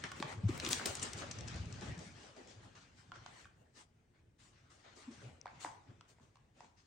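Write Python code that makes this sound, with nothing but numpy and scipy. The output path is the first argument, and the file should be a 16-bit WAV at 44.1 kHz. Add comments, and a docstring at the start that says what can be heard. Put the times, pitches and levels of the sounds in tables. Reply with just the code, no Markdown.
"""A small dog steals a sheet of paper

The dog rips the sheet off a cabinet with its teeth, carries it onto a rug and mouths it.
Fibres tear, creases snap, and the paper buckles with hollow pops between the jaws.
It rustles as it flaps, slides and rubs against the muzzle. Claws or teeth tick on the left.
Paws thud on the covered floorboards, and the furnished room adds a short echo."""
import sys
import numpy as np
from scipy import signal
from scipy.fft import rfft, irfft, next_fast_len
from scipy.io import wavfile
from scipy.ndimage import uniform_filter1d, map_coordinates

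SR = 44100
rng = np.random.default_rng(int(sys.argv[2]) if len(sys.argv) > 2 else 0)


def file_out(sig):
    """Save sig as 16-bit WAV at sys.argv[1]."""
    # one column per channel
    cols = np.atleast_2d(sig).T
    # limit, then scale
    lim = np.clip(cols, -1, 1)
    pcm = np.round(lim * 32767).astype(np.int16)
    wavfile.write(sys.argv[1], SR, pcm)


N = 302702

# tone colours, or how strong each frequency is: f/Hz, gain/dB
QUIET_COLOUR = [(20, -24.5), (40, -2), (60, -1.5), (105, 0), (160, -13), (340, -11.5), (850, -26),
                (2200, -25), (4000, -40.5), (9000, -34), (10000, -38), (15000, -35.5)]  # the still room
RUMBLE_COLOUR = [(22, -50.5), (40, -13.5), (62, -8.5), (105, 0), (150, -5.5), (220, -11.5), (330, -20),
                 (700, -62.5)]  # the moving dog
BODY_COLOUR = [(110, -37), (220, -2.5), (340, -2), (600, -4.5), (850, -7.5), (1500, -44)]  # low part of the rustle
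SHEET_COLOUR = [(400, -36.5), (750, -7.5), (1200, -2.5), (2000, -4.5), (2900, -9), (4500, -18), (8000, -50)]  # middle part of the rustle
HISS_COLOUR = [(1600, -29), (3000, 3), (4200, 3.5), (6200, 6), (7800, 4), (9300, -2), (9900, -14.5),
               (16000, -23.5)]  # high part of the rustle
TEAR_COLOUR = [(300, -16.5), (1000, -12.5), (3000, -0.5), (5000, 3.5), (9000, 3), (12000, 2.5), (16000, 2)]  # breaking fibres
TOP_END_COLOUR = [(9500, -1), (10100, -20.5), (12500, -14), (14000, -15.5), (15200, -8)]  # the treble drops steeply above 9.5 kHz
# how alike the left and right sides are (1 is the same): f/Hz, likeness
STEREO_LIKENESS = [(60, 1), (150, 0.9), (350, 0.7), (900, -0.093), (2500, 0.22), (5000, 0.32),
                   (9000, 0.092)]
# how much louder the left side is: f/Hz, lean/dB
STEREO_LEAN = [(100, 0.2), (600, 1.5), (1200, 0), (2500, 3.5), (4500, 9), (9000, 2.5)]
# only a snap's treble is shaded on the far side: f/Hz, share of the snap's lean
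SNAP_SHADOW = [(2200, 0), (4000, 0.75)]
# the room's echo (t60 is the time to fade by 60 dB): f/Hz, t60/s
ROOM_DECAY = [(150, 0.53), (1000, 0.53), (4000, 0.33), (10000, 0.076)]
# the dog shifting its weight and the sheet wagging: t/s, relative level/dB
SHUFFLE_LEVELS = [(0.0, -60), (0.25, -59), (0.4, -56), (0.52, -53), (0.95, -60.5), (1.18, -56.5),
                  (1.58, -53), (1.99, -55.5), (2.1, -62.5), (2.37, -73), (2.65, -70), (3.15, -69),
                  (3.61, -76), (5.04, -76), (5.25, -61), (5.4, -74), (5.62, -69.5), (6.08, -75),
                  (6.55, -76.5), (6.86, -80)]
# soft thuds of paws and body: t/s, level/dB, f/Hz, length/s
PAW_THUDS = [(0.038, -42.5, 176, 0.02), (0.202, -31.5, 270.7, 0.009), (0.228, -42.5, 146, 0.045),
             (0.356, -40.5, 105, 0.059), (0.431, -23, 105, 0.063), (0.43, -30.5, 177, 0.031),
             (0.488, -28, 323, 0.016), (0.495, -33.5, 107, 0.026), (0.668, -35.5, 322, 0.012),
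             (0.878, -41, 97, 0.042), (1.03, -50, 182, 0.022), (1.145, -38.5, 118, 0.022),
             (1.426, -38, 91, 0.041), (1.533, -40, 81, 0.057), (1.591, -34.5, 85.5, 0.046),
             (1.663, -37, 114, 0.017), (1.707, -39.5, 112, 0.055), (1.82, -42.5, 187, 0.034),
             (1.965, -44, 171, 0.039), (2.052, -49, 188, 0.038), (2.551, -51, 105, 0.063),
             (2.631, -51.5, 110, 0.05), (3.165, -53, 106, 0.04), (5.071, -40, 251, 0.034),
             (5.092, -59, 232, 0.059), (5.098, -51.5, 336, 0.029), (5.222, -48.5, 119, 0.081),
             (5.638, -52, 306, 0.045), (5.88, -48, 113, 0.039), (6.197, -61.5, 229, 0.033),
             (6.624, -64, 280, 0.019)]
# a click of teeth: t/s, level/dB, f/Hz, t60/s
TOOTH_CLICKS = [(5.4138, -42.5, 5730, 0.0036)]
# faint rustle of the sheet, never quite still between strokes: t/s, level/dB
HANDLING_LEVELS = [(0.0, -57), (0.4, -63.5), (0.53, -59.5), (0.69, -54.5), (0.78, -53), (1.22, -55.5),
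                   (3.04, -73.5), (3.32, -64), (3.48, -81), (3.88, -83.5), (4.45, -88.5), (4.57, -77),
                   (5.1, -66), (5.33, -89.5), (5.5, -69.5), (5.64, -65.5), (5.79, -75.5), (6.42, -81.5),
                   (6.86, -88.5)]
# strokes of the sheet flapping, sliding or being nuzzled: t/s, rise/s, hold/s, relative level/dB,
# body boost/dB, hiss boost/dB, air boost on top of the hiss boost/dB, fade/(dB/s)
PAPER_STROKES = [(0.036, 0.0032, 0.0095, -46.5, -6.5, -9.5, 2, 186),
                 (0.144, 0.033, 0.03, -60, 2.5, 1, 5.5, 137), (0.215, 0.0073, 0.032, -56, 6.5, -16, 0, 138),
                 (0.243, 0.06, 0.025, -49.5, -5, -7, 3.5, 480),
                 (0.481, 0.0035, 0.27, -53.5, -4, -5.5, 6, 133),
                 (0.61, 0.034, .03, -47.5, -3.5, -3, 4.5, 128), (0.7, .005, 0.01, -43.5, -2.5, 2.5, 5, 120),
                 (0.793, .015, .01, -50.5, 4.5, -18, 0, 196),
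                 (0.853, 0.0036, .013, -47.5, 2.5, 4.5, 4.5, 113),
                 (1.011, 0.011, 0.0061, -44, -6.5, 0.5, 0, 143), (1.151, 0.039, 0.013, -54, -2, 4, 2, 298),
                 (1.21, 0.0061, .0054, -52.5, 6, -2, -2, 224), (1.455, .022, 0.1, -57.5, -11, 4.5, -9, 132),
                 (1.726, .016, .018, -60, -1, 2.5, -8, 120), (1.811, .012, 0.034, -53.5, 1.5, -1, -3, 93),
                 (1.968, 0.015, 0.083, -65, 0.5, 7, -1, 113), (2.134, 0.048, 0.085, -63, 1, 0.5, -2.5, 79),
                 (2.349, 0.031, 0.036, -65, 7, -2, 0, 100), (2.467, 0.02, 0.017, -64, 1, 7, -7, 113),
                 (2.618, 0.024, .015, -66.5, 5.5, -2, 3, 167),
                 (2.748, .0084, 0.06, -66, -16, 3.5, -7.5, 139),
                 (2.944, 0.048, 0.012, -68.5, -16, 5, 0, 226), (3.128, .019, 0.031, -62, -6.5, -1, -13, 92),
                 (3.222, 0.17, .024, -63, -6, 0, 2.5, 187),
                 (3.546, 0.029, 0.049, -80.5, 9, -11.5, 15, 128.5),
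                 (3.722, 0.06, 0.035, -65, -6, 4, 1, 476), (4.126, .027, 0.024, -77.5, -8, -8, -8, 218.5),
                 (4.376, 0.033, 0.054, -69.5, -10, 3.5, 1.5, 158.5),
                 (4.52, .016, 0.012, -72, -8, -.5, -17, 87), (4.695, .012, .02, -69.5, -1.5, 4, 1, 115),
                 (4.827, 0.037, 0.017, -59, -6, -7, -21, 157),
                 (4.949, 0.018, 0.039, -63, -8.5, 2, 0.5, 130),
                 (5.103, .012, 0.1, -67, -12, 4.5, -3.5, 132),
                 (5.18, 0.053, 0.048, -63.5, 2.5, -6.5, 3, 108),
                 (5.59, 0.028, 0.018, -55, -17, 3.5, 2.5, 161), (5.857, .029, .014, -71, 5, -12, 2, 122),
                 (6.072, 0.023, .0064, -71, -2, 3.5, 5.5, 303),
                 (6.19, 0.031, 0.024, -79, 4.5, 3, 3.5, 135.5),
                 (6.52, 0.082, 0.036, -69, 0, 1, -2.5, 156.5),
                 (6.758, 0.026, 0.016, -75.5, -16, 7.5, -11, 131)]
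# the modes (natural tones) of a buckling patch of paper: multiple of the pop's f, level/dB
PANEL_MODES = [(0.55, 4.5), (0.78, 11.5), (1.06, 15.5), (1.6, 3.5), (2.1, 11.5), (2.5, 10.5)]
# hollow pops between the jaws: t/s, level/dB, f/Hz, t60 at f/s, crack level/dB, shiver over pop/dB
BUCKLE_POPS = [(0.0388, -39, 1650, .022, -52, -11), (0.1174, -42, 1400, .026, -53, -22),
               (0.2254, -33, 1080, .027, -46, -22), (0.7967, -38.5, 1450, .01, -48, -14),
               (0.8138, -43, 1500, .01, -55, -12), (1.2212, -43.5, 1550, .014, -52, -12),
               (1.2318, -44.5, 1300, .01, -56, -12), (3.1186, -42, 1340, .022, -54, -14),
               (3.1555, -56, 1500, .012, -60, -14), (3.1599, -53.5, 1400, .012, -56, -14),
               (3.2618, -45, 820, .004, -48, -24), (3.2632, -49, 1350, .005, -53, -20),
               (3.4451, -56, 2300, .018, -68, -16), (3.4548, -51, 1450, .018, -68, -17),
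               (5.4572, -38.5, 930, .012, -57, -12), (5.468, -47, 1500, .012, -63, -12),
               (5.478, -52, 2050, .01, -66, -12), (5.6469, -32.5, 930, .012, -53, -13),
               (5.6625, -46, 1500, .012, -60, -12), (6.0095, -53.5, 1250, .014, -55, -20),
               (6.1844, -63.5, 850, .03, -79, -12), (6.198, -65, 950, .015, -76, -12),
               (6.3565, -60.5, 1030, .012, -64, -13), (6.3697, -64, 1020, .013, -70, -12),
               (6.6056, -48, 900, .017, -58, -11), (6.645, -58, 950, .016, -66, -12)]
# sharp snaps and ticks: paper creases, and dry claw or tooth ticks on the left:
# t/s, relative level/dB, f/Hz, t60/s, sharpness Q, top octave/dB, lean/dB
SNAPS_AND_TICKS = [(0.0386, -38, 3900, .018, 1.1, -10, 2), (0.1168, -44.5, 5500, .018, .8, 3, 3),
                   (0.2004, -41.5, 3000, .018, .5, -3, 5), (0.2253, -34, 2500, .011, 1, -13, 3),
                   (0.4895, -49, 4500, .028, 1, -8, 6), (0.5768, -38, 10000, .012, .6, 6, 6),
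                   (0.5992, -33.5, 3200, .011, .9, 3, 4), (0.6481, -32, 5100, .011, 1.2, -5, 7),
                   (0.6629, -31, 3100, .014, 1.1, -3, 7), (0.6745, -41, 4300, .009, 1, -3, 3),
                   (0.6886, -29.5, 8800, .011, 1, 10, 4), (0.6895, -37, 5000, .008, 2, -3, 5),
                   (0.7062, -37, 6500, .005, 1, 2, 5), (0.7098, -33, 6300, .018, 1, 2, 6),
                   (0.7198, -35.5, 7200, .008, 1.2, 0, 4), (0.7242, -31.5, 8000, .01, 1.3, 0, 4),
                   (0.7299, -24.5, 4200, .008, 1.8, 6, 2), (0.7305, -22, 6000, .007, 1.3, 10, 5),
                   (0.8574, -24.5, 6200, .011, .7, 7, 5), (0.8599, -24, 8000, .011, .9, 4, 1),
                   (0.8715, -35.5, 6500, .018, .9, 5, 2), (0.9523, -34, 6600, .016, 1, -1, 7),
                   (0.9695, -42.5, 5500, .022, .8, -10, 6), (0.9956, -41.5, 5300, .016, 1.2, -6, 10),
                   (1.0245, -40, 8000, .02, 1.3, -10, 6), (1.0275, -31.5, 7600, .045, 1.8, -10, 6),
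                   (1.1324, -38, 6000, .018, 1.2, -1, 8), (1.1892, -44, 3600, .014, 1.8, -10, 5),
                   (1.3114, -38, 5900, .026, 1.9, -25, 15), (1.386, -44.5, 5800, .016, 1.8, -25, 14),
                   (1.4076, -46.5, 5700, .014, 1.7, -25, 13), (1.4765, -48, 5700, .02, 1.7, -25, 12),
                   (1.4818, -44, 5800, .022, 1.8, -25, 15), (1.5425, -51.5, 5000, .01, 2.5, -25, 12),
                   (1.5595, -51, 6500, .012, 1.5, -20, 10), (1.656, -55.5, 6000, .012, 2, -25, 10),
                   (1.7251, -47.5, 6000, .015, 2, -25, 16), (1.7405, -55, 6200, .012, 2, -25, 12),
                   (1.8103, -51, 5300, .01, 1, -20, 15), (1.8925, -53, 3500, .012, 1, -20, 6),
                   (1.9149, -52, 3000, .014, 1.2, -20, 6), (1.978, -54.5, 6300, .015, 1.5, -20, 12),
                   (1.9903, -51, 6450, .022, 2.2, -25, 12), (2.2315, -60, 6300, .014, 1.3, -20, 8),
                   (2.365, -61, 5200, .025, 1.8, -20, 8), (2.4732, -57.5, 6480, .016, 2, -20, 8),
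                   (2.7525, -61, 3600, .014, 1.2, -20, 6)]
# fibres parting as the sheet comes off: t/s, level/dB
RIP_LEVELS = [(0.62, -69), (0.706, -55), (0.717, -34.5), (0.726, -38.5), (0.738, -46.5), (0.76, -61.5),
              (0.80, -120)]


def amp(db):
    """Turn decibels into a gain to multiply by."""
    return 10 ** (np.asarray(db) / 20)


def unit(x):
    """Scale x to an average strength (rms) of 1."""
    return x / np.sqrt(np.mean(x ** 2) + 1e-20)


def unit_hit(x):
    """Scale x so that its loudest two milliseconds have rms 1."""
    power = uniform_filter1d(np.atleast_2d(x) ** 2, size=88, axis=-1).mean(0)
    return x / np.sqrt(power.max())


def along(points, hz):
    """Read a (frequency, value) table at hz, on a log frequency scale."""
    f, values = np.transpose(points)
    return np.interp(np.log(hz + 1), np.log(f + 1), values)


def timeline(points):
    """Join (time, value) points into one value per sample."""
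    return np.interp(np.arange(N) / SR, *np.transpose(points))


def wobble(rate):
    """A smooth random curve through `rate` points a second."""
    return map_coordinates(rng.standard_normal(int(N * rate / SR) + 4), [np.arange(N) * rate / SR])


def filtered(x, response):
    """Give each frequency in x the gain that response(hz) asks for."""
    n = x.shape[-1]
    padded = next_fast_len(n + 4096)
    return irfft(rfft(x, padded) * response(np.fft.rfftfreq(padded, 1 / SR)), padded)[..., :n]


def resonate(x, hz, q):
    """Pass x through one resonance; a higher q makes it narrower."""
    return filtered(x, lambda f: 1j * f * hz / q / (hz * hz - f * f + 1j * f * hz / q))


def add(track, start, sound, pan_db=0):
    """Mix a sound into a stereo track at `start` seconds; positive pan_db leans left."""
    part = track[:, max(round(start * SR), 0):][:, :sound.shape[-1]]
    part += (sound * amp([[pan_db / 2], [-pan_db / 2]]))[:, :part.shape[1]]


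def spread(pair, colour):
    """Blend two unrelated signals into one coloured stereo sound of rms 1, near mono in the bass."""
    def blend(hz):
        angle = np.arccos(np.clip(along(STEREO_LIKENESS, hz), -1, 1)) / 2
        return amp(along(colour, hz)) * [np.cos(angle), np.sin(angle)]
    mid, side = filtered(pair, blend)
    stereo = np.array([mid + side, mid - side])
    return unit(filtered(stereo, lambda hz: amp(np.outer([.5, -.5], along(STEREO_LEAN, hz)))))


def background():
    """The faint, steady noise of the room."""
    return amp(-73.5) * spread(rng.standard_normal((2, N)), QUIET_COLOUR)


def room_echo(x):
    """The walls return a blurred echo whose high notes die first."""
    hz, t, noise = signal.stft(rng.standard_normal((2, SR // 2)), SR, nperseg=256)
    tail = signal.istft(noise * amp(-60 * t / along(ROOM_DECAY, hz)[:, None]), SR, nperseg=256)[1]
    tail = np.pad(tail / np.linalg.norm(tail[0]), ((0, 0), (int(0.005 * SR), 0)))
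    return signal.fftconvolve(x.mean(0)[None], tail, axes=1)[:, :N]


def with_reflections(x, strength):
    """The cabinet and nearby walls add a few weak copies of x within about 30 ms."""
    paths = np.zeros((2, SR // 32))
    paths[:, 0] = 1  # the direct sound
    for side in paths:
        side[rng.integers(SR // 400, len(side), size=10)] = strength * rng.uniform(-1.0, 1, size=10)
    return signal.fftconvolve(x, paths / np.linalg.norm(paths, axis=1, keepdims=True), axes=1)[:, :N]


def shuffle():
    """The moving dog and the wagging sheet make a low, uneven rumble."""
    level_db = timeline(SHUFFLE_LEVELS) + 4 + 2.6 * wobble(rate=22)
    return amp(level_db) * spread(rng.standard_normal((2, N)), RUMBLE_COLOUR)


def thuds():
    """Each padded contact swells for a few cycles of a low tone, then scuffs on the rug."""
    out, t = np.zeros((2, N)), np.arange(SR // 5) / SR
    for start, db, hz, length in PAW_THUDS:
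        progress = np.minimum(t / length, 1)
        push = np.sin(np.pi * progress) ** 2 * np.sin(2 * np.pi * hz * t)
        dull_hz = min(hz, 150)  # the scuff stays dull however high the thud
        drag = resonate(rng.standard_normal(len(t)), 1.7 * dull_hz, q=1.9)
        drag = unit(resonate(drag, 1.4 * dull_hz, q=0.95))
        scuff = drag * progress ** 2 * amp(-60 * np.maximum(t - length, 0) / 0.14)
        scuff_db = min(db - 16, -53)
        add(out, start, amp(db) * push + amp(scuff_db) * scuff, pan_db=1.8)
    return out


def tooth_click():
    """Tooth touches tooth: a very short, high ring, with a weaker tone from the jaw."""
    out, t = np.zeros((2, N)), np.arange(SR // 50) / SR
    for start, db, hz, t60 in TOOTH_CLICKS:
        ring = resonate(amp(-60 * t / t60) * np.sin(2 * np.pi * hz * t), hz, q=4.9)
        jaw = 0.18 * amp(-60 * t / 0.0092) * np.sin(2 * np.pi * 2300 * t)
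        add(out, start, amp(db) * (ring / np.abs(ring).max() + jaw), pan_db=11.0)
    return out


def friction():
    """Rubbing noise whose colour shifts at random, as when a sheet bends."""
    noise = signal.stft(rng.standard_normal((2, N)), nperseg=512)[2]
    patches = uniform_filter1d(rng.standard_normal(noise.shape[1:]), size=4, axis=0)  # over frequency
    patches = uniform_filter1d(patches, size=7, axis=1)  # over time
    return unit(signal.istft(noise * amp(2.9 * unit(patches)), nperseg=512)[1][:, :N])


def fibre_slips(rate, scatter_db):
    """Fibres slip in tiny ticks of random size, about `rate` times a second."""
    sizes = amp(scatter_db * np.clip(rng.standard_normal(N), -2, 2))
    slipping = rng.random(N) < rate / SR
    return unit(sizes * slipping * rng.standard_normal((2, N)))


def stroke_levels():
    """Levels of body, sheet, hiss and air in dB: strokes rise, hold and fade over gentle handling."""
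    handling_colour_db = [[-5], [0], [-2.5], [-6]]
    power = amp(timeline(HANDLING_LEVELS) + handling_colour_db) ** 2
    power[0] += amp(timeline(SHUFFLE_LEVELS) - 6.5) ** 2  # paws brushing the rug
    t = np.arange(SR * 2 // 3) / SR
    for start, rise, hold, db, body_db, hiss_db, air_db, fade in PAPER_STROKES:
        swell = np.sin(np.pi / 2 * np.minimum(t / rise, 1)) ** 2
        shape = swell * amp(-fade * np.maximum(t - rise - hold, 0))
        bands = amp(db + np.array([body_db, 0, hiss_db, hiss_db + air_db]))
        part = power[:, round(start * SR):][:, :len(t)]
        part += np.outer(bands, shape[:part.shape[1]]) ** 2
    return 10 * np.log10(power)


def rustle():
    """Paper rubs on rug and muzzle: a soft body, a grainy middle, a hiss and, highest of all, air."""
    air_hz, sparkle_hz = 6860, 10500
    body_db, sheet_db, hiss_db, air_db = stroke_levels()
    catching_db = 0.9 * wobble(rate=45)
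    slips = fibre_slips(rate=1300, scatter_db=6.5)
    body = amp(body_db + 1.0 + catching_db) * spread(friction(), BODY_COLOUR)
    sheet = amp(sheet_db + 0.89 + catching_db) * spread(friction() + 0.11 * slips, SHEET_COLOUR)
    treble = amp(catching_db - 2.0) * spread(friction() + 0.12 * slips, HISS_COLOUR)
    air = filtered(treble, lambda hz: 1 / (1 + (air_hz / (hz + 1)) ** 12))
    hiss = amp(hiss_db) * (treble - air) + amp(air_db) * air
    sparkle_db = 3.5 + 2.2 * (air_db - hiss_db)  # airy strokes open up the top octave
    sparkle = amp(sparkle_db) * filtered(hiss, lambda hz: hz > sparkle_hz)
    return with_reflections(body + sheet + hiss + sparkle, strength=0.18)


def pops():
    """Paper buckles: its modes ring briefly under a thin crack, then shiver on at the same pitches."""
    shiver_rise_s, shiver_t60_s = .006, .18
    out, t = np.zeros((2, N)), np.arange(SR // 4) / SR
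    for start, db, hz, t60, crack_db, shiver_db in BUCKLE_POPS:
        ring = np.zeros(len(t))
        # neighbouring modes swing opposite ways, so the ring takes a cycle to build and has no bass
        for k, (ratio, mode_db) in enumerate(PANEL_MODES):
            decay = amp(mode_db + rng.normal(0, 1.0) - 60 * t * ratio / t60)
            ring += (-1) ** k * decay * np.sin(2 * np.pi * hz * ratio * t)
        ring = resonate(ring, hz, q=0.9)
        crack = rng.standard_normal((2, len(t))) * amp(-60 * t / 0.015)
        crack = resonate(resonate(crack, 3800, q=1.0), 4000, q=0.6)
        crack = filtered(crack, lambda f: amp(along([(8000, 0), (11000, -15)], f)))
        noise = rng.standard_normal((2, len(t)))
        shiver = unit(signal.fftconvolve(noise, ring[None], axes=1)[:, :len(t)])
        shiver *= amp(shiver_db - 60 * t / shiver_t60_s) * (1 - np.exp(-t / shiver_rise_s))
        add(out, start, amp(db) * (unit_hit(ring) + shiver))
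        add(out, start, amp(crack_db) * unit_hit(crack), pan_db=-0.5)
    return out


def snaps_and_ticks():
    """A paper crease snaps, or a claw or tooth ticks: a burst of tiny cracks over a lower knock."""
    out, t = np.zeros((2, N)), np.arange(SR // 12) / SR
    swell = 1 - np.exp(-t / 0.0005)
    for start, db, hz, t60, q, top_db, lean_db in SNAPS_AND_TICKS:
        shared, left, right, knock_noise = rng.standard_normal((4, len(t)))
        cracks = (shared + 0.55 * np.array([left, right])) * swell * amp(-60 * t / t60)
        cracks = resonate(resonate(cracks, hz, q=q), hz, q=q)
        cracks = unit_hit(filtered(cracks, lambda f: amp(along([(8700, 0), (11000, top_db)], f))))
        cracks = filtered(cracks, lambda f: amp(lean_db * np.outer([.5, -.5], along(SNAP_SHADOW, f))))
        knock = knock_noise * swell * amp(-60 * t / 0.024)
        knock = resonate(resonate(knock, 2400, q=1.0), 1900, q=0.75)
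        knock_db = -49.5 + .65 * (db + 38)  # louder snaps knock harder
        add(out, start, amp(db - 2.5) * cracks)
        add(out, start, amp(knock_db) * unit_hit(knock))
    return out


def rip():
    """Fibres break in clumps, in a swelling run until the sheet comes free."""
    pulling = np.arange(N) / SR > RIP_LEVELS[0][0]
    clumps_db = 2.5 * wobble(rate=170)
    fibres = spread(fibre_slips(rate=14000, scatter_db=1.5), TEAR_COLOUR)
    return amp(timeline(RIP_LEVELS) + clumps_db) * pulling * fibres


def scene():
    """Mix the dog and the paper with the room's echo and quiet background."""
    cracks, buckles, steps = snaps_and_ticks() + rip(), pops(), thuds()
    echo = room_echo(amp(-8) * cracks + amp(-8.5) * buckles + amp(-25.5) * steps)
    return background() + echo + steps + tooth_click() + rustle() + shuffle() + buckles + cracks


def record(dry):
    """The treble drops steeply above 9.5 kHz and stops at about 16 kHz."""
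    top_hz = 16100
    return filtered(dry, lambda hz: amp(along(TOP_END_COLOUR, hz)) * (hz < top_hz))


dry = scene()
out = record(dry)
file_out(out)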